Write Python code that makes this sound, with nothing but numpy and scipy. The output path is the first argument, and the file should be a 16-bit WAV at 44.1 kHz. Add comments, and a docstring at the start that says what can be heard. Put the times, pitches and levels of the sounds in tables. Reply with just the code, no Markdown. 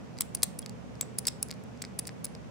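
"""A small three-dial combination padlock is handled close by, over a quiet room's rumble and hum.
First loose parts tick; at 0.2 s a dial's spring scrapes up its ramp and snaps into a detent, and the
tugged shackle knocks on its stop. Snaps and knocks then alternate, with light rattling and two faint
stick-slip squeaks; from 2 s on, a last few snaps and ticks follow. Each impact excites damped modes
of the metal, which die away in the room."""
import sys
import numpy as np
from scipy import signal
from scipy.fft import rfft, irfft
from scipy.io import wavfile
from scipy.ndimage import uniform_filter1d

SR = 44100
rng = np.random.default_rng(int(sys.argv[2]) if len(sys.argv) > 2 else 0)


def wrap_up_sound(samples):
    """Save the sound to the file named by the first command line argument, as 16-bit audio."""
    columns = np.atleast_2d(samples).T
    # keep every value between -1 and 1, then stretch to whole-number steps
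    tamed = np.clip(columns, -1, 1)
    steps = np.round(tamed * 32767).astype(np.int16)
    wavfile.write(sys.argv[1], SR, steps)


N = 110250
HIT_SIZE, REF_SIZE = 2048, 88  # samples: one contact's buffer, the 2 ms energy reference
RISE_S = 0.000068  # onset of a contact force

# Normal modes of casing, shackle and dial rim: f/Hz, relative level/dB, T60/s
CASING_MODES = [(3350, -21.5, .008), (4550, -3, 0.0024), (4984, 29, 0.013), (5400, -7, .006)]
SHACKLE_MODES = [(7560, -4.5, 0.022), (7920, 8.5, 0.018), (8060, 12.5, 0.0055)]
RIM_MODES = [(13900, 0, .006), (15200, -2, .005)]
# Spectrum of the shackle's contacts: f/Hz, relative density level/dB
SHACKLE_SPECTRUM = [(60, -41.5), (300, -25.5), (800, -20), (1300, -34), (2100, -12.5), (2900, -9),
                    (4500, -3), (6500, 1), (9400, 6.5), (11000, 3), (12500, -16), (15000, -5.5),
                    (16000, -14.5)]


def undb(db):
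    """Amplitude ratio of a level in decibels."""
    return 10 ** (np.asarray(db) / 20)


def unit(x):
    """Normalisation to unit rms."""
    return x / np.sqrt(np.mean(x ** 2))


def burst(x):
    """Normalisation to the energy of 2 ms at unit rms."""
    return unit(x) * np.sqrt(REF_SIZE / x.shape[-1])


def pan(db):
    """Channel gains for a level difference, left minus right."""
    return undb(np.array([[db], [-db]]) / 2)


def add(out, start_s, x):
    """Linear superposition of a sound at its onset time."""
    i = int(start_s * SR)
    out[:, i:i + x.shape[1]] += x[:, :N - i]


def colour(x, spectrum, tilt_db=0):
    """Minimum-phase filtering by a spectrum, tilted by tilt_db per octave above 1.5 kHz."""
    n = x.shape[-1]
    octave = np.log2(np.maximum(np.fft.rfftfreq(n, 1 / SR), 1))
    hz, db = np.array(spectrum).T
    slope_db = tilt_db * np.maximum(octave - np.log2(6000), -2)  # pivot at 6 kHz
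    gain = undb(np.interp(octave, np.log2(hz), db) + slope_db)
    cepstrum = irfft(np.log(gain), n)
    cepstrum[1:n // 2] *= 2  # folding the cepstrum makes the filter causal
    cepstrum[n // 2 + 1:] = 0
    return irfft(rfft(x) * np.exp(rfft(cepstrum, n)), n)


def background():
    """Stationary room noise: partly coherent rumble and hiss, plus frequency-modulated hum tones."""
    # Rumble and hiss: f/Hz, relative density level/dB
    rumble_spectrum = [(20, -39.5), (38, -25), (60, -14.5), (90, -5.5), (125, -4), (180, 2.5), (250, -3.5),
                       (330, -11.5), (500, -8.5), (800, -16), (1500, -23), (2600, -27), (4000, -34.5),
                       (6000, -34), (9000, -42.5), (12000, -51), (16000, -55.5)]
    # Hum tones: f/Hz, level/dB
    hum_tones = [(71, -59), (120, -52.5), (162, -56.5), (240, -56), (441, -66)]
    noise = rng.standard_normal((3, N))
    partly_coherent = noise[:2] + 0.132 * noise[2]
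    out = undb(-45) * unit(colour(partly_coherent, rumble_spectrum))
    for hz, db in hum_tones:
        wander_hz = 2.72 * unit(uniform_filter1d(rng.standard_normal((2, N)), size=4000, axis=1))
        cycles = np.cumsum(hz + wander_hz, axis=1) / SR + rng.random((2, 1))
        out += undb(db) * unit(np.sin(2 * np.pi * cycles))
    return out * pan(-1.5)


def room(x):
    """Reverberation: a small room's diffuse field builds up and decays exponentially."""
    # Colour of the reverberation: f/Hz, gain/dB
    room_spectrum = [(300, 14), (2000, 2.5), (5500, -2.5), (8300, -2.5), (11000, -9), (15000, -10)]
    t60_s, build_up_s = 0.31, 0.004
    t = np.arange(SR // 2) / SR
    envelope = np.exp(-np.log(1000) * t / t60_s) * np.minimum(t / build_up_s, 1) ** 2
    tail = rng.standard_normal((2, len(t))) * envelope
    tail = colour(unit(tail) / np.sqrt(len(t)), room_spectrum)
    return undb(-16.5) * signal.fftconvolve(x.mean(axis=0)[None], tail, axes=1)[:, :N]


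def palm(x):
    """Comb filtering: a contact interferes with its reflection from the cupped hand."""
    delay_s = rng.uniform(0.00048, 0.0012)
    return burst(x + undb(-3) * np.roll(x, int(delay_s * SR), axis=1))


def impulse_response(modes, size, detune):
    """Modal superposition: damped sinusoids with a random relative frequency spread, detune."""
    t = np.arange(size) / SR
    out = np.zeros(size)
    for hz, db, t60_s in modes:
        detuned_hz = hz * (1 + detune * rng.standard_normal())
        out += undb(db) * np.sin(2 * np.pi * detuned_hz * t) * np.exp(-np.log(1000) * t / t60_s)
    return out


def ring(force, modes, pitch=1):
    """Forced response: the contact force is convolved with the modes, which the grip detunes a little."""
    tuned = [(hz * pitch, db, t60_s) for hz, db, t60_s in modes]
    response = impulse_response(tuned, HIT_SIZE, detune=0.012)
    return burst(signal.fftconvolve(force, response[None], axes=1)[:, :HIT_SIZE])


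def after_ring(x):
    """Free decay: lightly damped modes of the metal ring on faintly after the shackle's contacts."""
    # Long-lived modes: f/Hz, relative level/dB, T60/s
    lasting_modes = [(4290, -4, 0.22), (4550, -5.5, .25), (5453, -6, .3), (5600, 0.5, .33), (7418, -6, .3),
                     (7610, -2, .3), (8129, -6.5, .2), (8355, -8, .22), (8737, -7.5, .25), (9641, -10, .3)]
    tail = impulse_response(lasting_modes, SR // 2, detune=0)
    tail /= np.linalg.norm(tail)
    return undb(-36.5) * signal.fftconvolve(x, tail[None], axes=1)[:, :N]


def roughness():
    """Rough surfaces give a random force; left and right differ most in the treble."""
    mid, side = rng.standard_normal((2, HIT_SIZE))
    side = (side - np.roll(side, 2)) / 2
    return mid + 0.46 * np.array([side, -side])


def impact(decay_s):
    """A brief impact is broadband: a fast-dying chatter of force with a flattened spectrum."""
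    t = np.arange(HIT_SIZE) / SR
    rise, decay = 1 - np.exp(-t / RISE_S), np.exp(-t / decay_s)
    spectrum = rfft(roughness() * rise * decay)
    whitened = irfft(spectrum / np.sqrt(np.mean(abs(spectrum) ** 2, axis=0)))
    return whitened * np.minimum(1, 10 * decay)  # keeps the whitened pulse short


def friction(length_s):
    """Sliding friction: a steady random force with short ramps at both ends."""
    t = np.arange(HIT_SIZE) / SR
    return roughness() * np.clip(np.minimum(t, length_s - t) / (2 * RISE_S), 0, 1)


def squeaks():
    """Stick-slip motion sustains a single mode for a moment."""
    # Slips of metal on metal: t/s, duration/s, f/Hz, level/dB
    slips = [(0.625, .012, 3300, -57.5), (1.017, 0.017, 7650, -44.5)]
    out = np.zeros((2, N))
    for start_s, length_s, hz, db in slips:
        t = np.arange(int(length_s * SR)) / SR
        tone = np.sin(2 * np.pi * hz * t) * np.sqrt(np.sin(np.pi * t / length_s))
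        add(out, start_s, undb(db) * pan(-5) * unit(tone))
    return out


def rattle():
    """Light impacts of the loose dials and shackle excite the casing's modes."""
    # Ticks of loose parts: t/s, level/dB, tilt/(dB/octave)
    ticks = [(.1700, -51.5, -6), (0.1794, -49.5, 4), (0.1868, -38, 1), (.3710, -47, 0), (0.4222, -40.5, 4),
             (.6190, -50, 10), (0.6265, -48, -3), (0.6612, -36, 2), (0.6948, -41, 5.5), (0.9541, -52.5, -3),
             (1.029, -43.5, -19), (1.2532, -37, -1), (1.2578, -47, -4), (1.4858, -45, 8),
             (1.4963, -45, -11), (1.5068, -38.5, -2), (1.5123, -32, 2.5), (1.5257, -44, -9),
             (1.5394, -51, 4), (1.638, -52, 12), (1.775, -55.5, -2), (1.8191, -34, 0.5), (1.8280, -49, -4),
             (1.8400, -37.5, -13.5), (1.8504, -37.5, -2.5), (2.0536, -44, -1), (2.0794, -37, 6),
             (2.0918, -38.5, -10.5), (2.267, -47, 1), (2.3504, -42, -3.5)]
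    # Spectrum of a tick: f/Hz, relative density level/dB
    tick_spectrum = [(60, -33), (400, -5.5), (1400, -13), (2200, 0), (3000, -10), (4900, 6), (6300, -4),
                     (7900, -0.5), (10500, -11), (12500, -16.5), (16000, -21.5)]
    out = np.zeros((2, N))
    for start_s, db, tilt_db in ticks:
        force = impact(decay_s=0.00076)
        click = burst(colour(force, tick_spectrum, tilt_db))
        pitch = 1 + 0.028 * rng.standard_normal()  # each tick lands on another spot of the casing
        casing = undb(-10) * ring(force, CASING_MODES, pitch)
        add(out, start_s, undb(db) * burst(click + casing))
    return out


def shackle_slides():
    """Frictional excitation: the tugged shackle slides and sings in its modes."""
    # Slides: t/s, duration/s, level/dB
    slides = [(.211, 0.011, -39), (0.43, 0.0053, -27), (1.015, .017, -46.5), (1.268, 0.019, -33.5)]
    out = np.zeros((2, N))
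    for start_s, length_s, db in slides:
        force = friction(length_s)
        scrape = undb(-5.5) * burst(colour(force, SHACKLE_SPECTRUM, tilt_db=-5.5))
        song = ring(force, SHACKLE_MODES) + scrape
        song = unit(song) * np.sqrt(length_s * SR / HIT_SIZE)  # energy grows with duration
        add(out, start_s, undb(db) * pan(-1.5) * song)
    return out


def shackle_knocks():
    """Impact excitation: the shackle strikes its stop and rings with the casing and dial rims."""
    # Knocks: t/s, level/dB, tilt/(dB/octave), casing ring/dB, casing frequency ratio,
    # shackle ring/dB, rim ring/dB, contact decay/s, left minus right/dB
    knocks = [(.2083, -24, 2, -4.5, 0.81, 12.5, -15, 0.0015, -3.5),
              (0.219, -35, -6.5, -24, 1, -9.5, -19, 0.00078, -1),
              (.4308, -19.5, 9.5, -0.5, 0.94, -0.5, -8, 0.002, -4.5),
              (.4324, -17, 9, -13.5, 0.8, -14.5, -22.5, 0.0017, 8),
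              (.4392, -26, 9, -16, 0.81, -3, -13.5, 0.00065, 8),
              (1.0106, -20.5, -5, -14.5, 1.01, 9.5, 1, 0.00081, 0.5),
              (1.2698, -18.5, 4, -3, 0.97, -19, -10.5, 0.00084, 4),
              (1.2765, -34, -8, 5, 1.12, -11, -10, .0025, 3),
              (1.2810, -23.5, -3.5, 2.5, 0.94, -21, -13, .0015, -4),
              (1.2837, -25.5, -6, 19, 1.09, -26, -17, .0012, 1),
              (1.8214, -30.5, -5, -25, 1.2, 4, -6.5, 0.0015, 2)]
    out = np.zeros((2, N))
    for start_s, db, tilt_db, casing_db, pitch, shackle_db, rim_db, decay_s, pan_db in knocks:
        force = impact(decay_s)
        click = burst(colour(force, SHACKLE_SPECTRUM, tilt_db))
        casing = undb(casing_db) * ring(force, CASING_MODES, pitch)
        shackle = undb(shackle_db) * ring(force, SHACKLE_MODES)
        rim = undb(rim_db) * ring(force, RIM_MODES)
        add(out, start_s, undb(db) * pan(pan_db) * palm(click + casing + shackle + rim))
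    return out


def dial():
    """Release of elastic energy: the spring scrapes up its ramp, snaps and rings with casing and rim."""
    # Snaps into a detent: t/s, level/dB, tilt/(dB/octave), spring ring/dB, casing ring/dB,
    # rim ring/dB, contact decay/s
    detents = [(0.2076, -18.5, 3.5, -4, -9, -2.5, 0.00044), (0.3488, -22, -3, 3.5, -11.5, -20, 0.0014),
               (0.3524, -32.5, -1, -3, -4.5, -12, .002), (.5906, -29, -4.5, 2, -15, -17.5, 0.0013),
               (1.1856, -20.5, -1.5, -7.5, -9, -17, 0.0017), (1.1906, -33, -5, -12, -8, -11, 0.0016),
               (1.4279, -20, -2.5, 0.5, -15, -24, 0.0012), (1.9905, -23.5, -1.5, -1, -7, -13.5, 0.00081),
               (1.9937, -26.5, -9, 4.5, -16.5, -10, 0.0019), (2.0724, -33.5, -8, -12, -26, -11.5, 0.00063),
               (2.2451, -26, -6, 4, -15, -7, 0.0013), (2.253, -30, -2, -24.5, -12, -11.5, 0.00088)]
    # Normal modes of the detent spring: f/Hz, relative level/dB, T60/s
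    spring_modes = [(9700, -6, .007), (10437, 19.5, 0.011), (10640, 0, 0.011)]
    # Spectrum of the spring's contact: f/Hz, relative density level/dB
    detent_spectrum = [(60, -43.5), (400, -13.5), (1400, -41), (2100, -16), (2900, -21.5), (4900, 0.5),
                       (6600, -3), (10000, 7.5), (12400, -10.5), (14500, 3.5), (16000, 1.5)]
    scrape_s = 0.0027
    out = np.zeros((2, N))
    for start_s, db, tilt_db, spring_db, casing_db, rim_db, decay_s in detents:
        force = impact(decay_s)
        click = burst(colour(force, detent_spectrum, tilt_db))
        spring = undb(spring_db) * ring(force, spring_modes)
        casing = undb(casing_db) * ring(force, CASING_MODES)
        rim = undb(rim_db) * ring(force, RIM_MODES)
        add(out, start_s, undb(db) * palm(click + spring + casing + rim))
        scrape = burst(colour(friction(scrape_s), detent_spectrum))
        add(out, start_s - scrape_s, undb(-37) * scrape)
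    return out


def scene():
    """Superposition of the lock's direct sound, arriving first on the left, its reverberation and noise."""
    shackle = shackle_knocks() + shackle_slides()
    lock = dial() + shackle + after_ring(shackle) + rattle() + squeaks()
    right_lag_s = 0.000004
    phase_lag = np.exp(-2j * np.pi * np.fft.rfftfreq(N, 1 / SR) * right_lag_s)
    direct = np.array([lock[0], irfft(rfft(lock[1]) * phase_lag, N)])
    return direct + room(lock) + background()


def record(dry):
    """Band limiting: an elliptic low-pass removes the treble above 15.8 kHz."""
    return signal.sosfilt(signal.ellip(8, 0.2, 70, 15800, fs=SR, output="sos"), dry)


dry = scene()
out = record(dry)
wrap_up_sound(out)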